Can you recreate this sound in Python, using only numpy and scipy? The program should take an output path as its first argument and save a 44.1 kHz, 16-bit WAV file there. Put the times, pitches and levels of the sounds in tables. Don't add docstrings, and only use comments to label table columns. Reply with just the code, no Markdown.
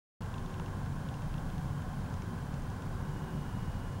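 import sys
import numpy as np
from scipy.fft import rfft, irfft, next_fast_len
from scipy.io import wavfile
from scipy.ndimage import map_coordinates

SR = 44100
rng = np.random.default_rng(int(sys.argv[2]) if len(sys.argv) > 2 else 0)


def persist_wave(psi):
    counts = np.round(np.clip(psi, -1, 1) * 32767).astype(np.int16)
    wavfile.write(sys.argv[1], SR, np.atleast_2d(counts).T)


N = 176400
T = np.arange(N) / SR

# frequency_hz, relative_db
RUMBLE_SPECTRUM = [(10, -21), (20, 0), (32, -2.5), (50, -2), (86, 0), (113, 0.4), (140, 0.8), (175, 0),
                   (210, -6), (260, -11), (330, -17), (380, -23), (490, -50.5)]
# frequency_hz, relative_db
TYRE_SPECTRUM = [(240, -43), (400, 0), (510, 0.5), (663, -2), (743, 1), (960, 0), (1050, 3), (1220, -7),
                 (1520, -2), (1720, -7), (1830, -16.5), (2000, -19), (2600, -27.5), (4400, -120)]
# time_s, relative_db
RUMBLE_SWELL = [(.25, -38.5), (.6, -38.5), (1, -38.5), (1.5, -37.5), (1.85, -38), (2.2, -38), (2.7, -38.5),
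                (3.35, -37.5), (4, -38.5)]

def traffic(rumble_db=-39, roar_db=-49.5):
    shape_db = curve(RUMBLE_SWELL)
    swell_db = 3 * (shape_db - shape_db.mean())
    rumble = amp(rumble_db + swell_db + 0.17 * wobble(7.8)) * noise(RUMBLE_SPECTRUM)
    roar = amp(roar_db + 0.3 * wobble(10)) * noise(TYRE_SPECTRUM)
    return rumble + roar


# pitch_hz, width_hz, level_db
DRONE_BANDS = [(28, 18, -48.5), (95.1, 8.1, -48), (234.7, 14.3, -55.5), (270.8, 7.8, -63), (300.5, 19, -61),
               (471.3, 5.5, -71), (529, 21, -74), (743, 1.4, -67), (1061, 12, -66.5)]
# time_s, level_db
THROB_LEVELS = [(.25, -64), (.6, -52), (1, -44.5), (1.15, -50), (1.45, -52), (1.85, -42.5), (2.05, -49),
                (2.28, -66), (2.42, -44), (2.85, -49), (3.35, -43), (3.6, -48), (4, -53)]
# time_s, level_db
HUM_LEVELS = [(.25, -64.5), (.48, -54.5), (.75, -57), (.95, -76), (2, -76), (2.3, -54), (2.6, -69),
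              (2.9, -57), (3.35, -53.5), (3.55, -64), (4, -61)]

def machinery(hum_hz=374.3, throb_hz=142.76):
    hum_gain = amp(curve(HUM_LEVELS) + 1.2 * wobble(20))
    hum = hum_gain * tone(hum_hz + 1.69 * wobble(9.2))
    throb_gain = amp(curve(THROB_LEVELS) + 2 * wobble(12))
    throb = throb_gain * tone(throb_hz + 3.8 * wobble(16))
    return fuzzy_lines(DRONE_BANDS) + throb + hum


# start_s, relative_db, brightness_db
FOCUS_STEPS = [(.221, -45, 4), (.2607, -49, 0), (.3412, -44, -3), (0.3814, -46, -2), (0.461, -47, 2),
               (.501, -50, 2), (.5412, -47, -2), (0.5973, -44, 0), (0.661, -45, -1), (0.861, -48, 2),
               (1.088, -45.5, -1), (1.141, -44, -1), (1.221, -47.5, 1), (1.2616, -52, 0), (1.341, -45, -6),
               (1.381, -45, -4), (1.5012, -49.5, 2), (1.5812, -47.5, 3), (1.781, -54, 0), (1.8212, -49, 2),
               (2.0615, -50, 0), (2.1015, -52, 7), (2.141, -47, 9), (2.2215, -45.5, 8), (2.5412, -47, 6),
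               (2.6215, -51, 15), (2.7015, -49, 6), (2.765, -53, 7), (2.822, -46, 4)]
# pitch_hz, relative_db, t60_s
BARREL_MODES = [(2750, -5.5, 0.016), (3070, -2.5, 0.0047), (3400, -1, 0.0066), (4000, -10, 0.0046),
                (5200, -7, 0.0028), (6670, -4.5, 0.0025)]
# time_s, level_db
WHINE_LEVELS = [(2.88, -95), (2.97, -74), (3.11, -73), (3.135, -68), (3.5, -67.5), (3.7, -67), (4, -68.5)]

def lens_motor(whine_hz=2880, step_gain_db=4):
    whine_gain = amp(curve(WHINE_LEVELS) + 0.64 * wobble(12))
    out = whine_gain * np.sqrt(2) * np.sin(2 * np.pi * whine_hz * T)
    for start_s, relative_db, brightness_db in FOCUS_STEPS:
        tick = ring(BARREL_MODES, attack_s=0.00012, bright_db=brightness_db, split_hz=4400)
        add(out, start_s, amp(relative_db + step_gain_db) * tick)
    return out


# start_s, relative_db, brightness_db
HOUSING_CLICKS = [(0.5987, -38, -1), (.6825, -42.5, 8), (2.221, -44, 9)]
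# pitch_hz, relative_db, t60_s
HOUSING_MODES = [(870, 2, .026), (1310, -2, 0.018), (1570, 2, 0.0091), (2200, -6, .01), (2850, -12, .007)]

def housing():
    out = np.zeros(N)
    for start_s, relative_db, brightness_db in HOUSING_CLICKS:
        knock = ring(HOUSING_MODES, attack_s=0.00031, bright_db=brightness_db, split_hz=1900)
        add(out, start_s, amp(relative_db) * knock)
    return out


# frequency_hz, relative_db
HISS_SPECTRUM = [(1500, -11), (1850, 3), (2400, -0.5), (3000, -1.4), (4000, -3.5), (7300, -6.5),
                 (7650, -6.5), (7850, -15), (8150, -6.5), (11500, -12.5), (15500, -29)]
# pitch_hz, width_hz, level_db
WHISTLE_SKIRT = [(3150, 240, -76)]

def electronics(hiss_db=-61, whistle_hz=3100, whistle_db=-77, line_hz=15734, line_db=-79.5):
    whistle = amp(whistle_db + 1.8 * wobble(17)) * np.sin(2 * np.pi * whistle_hz * T)
    line_tone = amp(line_db) * np.sin(2 * np.pi * line_hz * T)
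    hiss = amp(hiss_db) * noise(HISS_SPECTRUM)
    return hiss + np.sqrt(2) * (whistle + line_tone) + fuzzy_lines(WHISTLE_SKIRT)


def ring(modes, attack_s, bright_db, split_hz):
    t = np.arange(SR // 20) / SR
    out = np.zeros(len(t))
    for k, (pitch_hz, relative_db, t60_s) in enumerate(modes):
        tilt_db = bright_db * ((pitch_hz > split_hz) - 0.4)
        level_db = relative_db + rng.normal(0, 1) + tilt_db
        detuned_hz = pitch_hz * rng.normal(1, 0.02)
        decay = amp(level_db - 60 * t / t60_s)
        out += (-1) ** k * decay * np.sin(2 * np.pi * detuned_hz * t)
    return out * (1 - np.exp(-t / attack_s))


def amp(db):
    return 10 ** (np.asarray(db) / 20)


def unit(x):
    return x / np.sqrt(np.mean(x ** 2) + 1e-20)


def curve(rows):
    return np.interp(T, *np.transpose(rows))


def wobble(rate):
    return map_coordinates(rng.standard_normal(int(N * rate / SR) + 4), [T * rate])


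def tone(hz):
    return np.sqrt(2) * np.sin(2 * np.pi * np.cumsum(hz) / SR)


def filtered(x, response):
    m = next_fast_len(N + 8192)
    return irfft(rfft(x, m) * response(np.fft.rfftfreq(m, 1 / SR)), m)[:N]


def noise(spectrum):
    f, db = np.transpose(spectrum)
    colour = lambda hz: amp(np.interp(np.log(hz + 1), np.log(f + 1), db, left=-120))
    return unit(filtered(rng.standard_normal(N), colour))


def fuzzy_lines(rows):
    out = np.zeros(N)
    for pitch_hz, width_hz, level_db in rows:
        peak = lambda hz: 1 / (1 + (2 * (hz - pitch_hz) / width_hz) ** 2)
        out += amp(level_db) * unit(filtered(rng.standard_normal(N), peak))
    return out


def add(track, s, sound):
    part = track[round(s * SR):][:len(sound)]
    part += sound[:len(part)]


def scene():
    return (traffic() + machinery() + lens_motor() + housing() + electronics())[None]


def record(dry):
    start_s, fade_in_s, top_hz = 0.2055, 0.0027, 15830
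    switched_on = np.clip((T - start_s) / fade_in_s, 0, 1)
    return filtered(dry[0] * switched_on, lambda hz: 1 / (1 + (hz / top_hz) ** 600))[None]


dry = scene()
out = record(dry)
persist_wave(out)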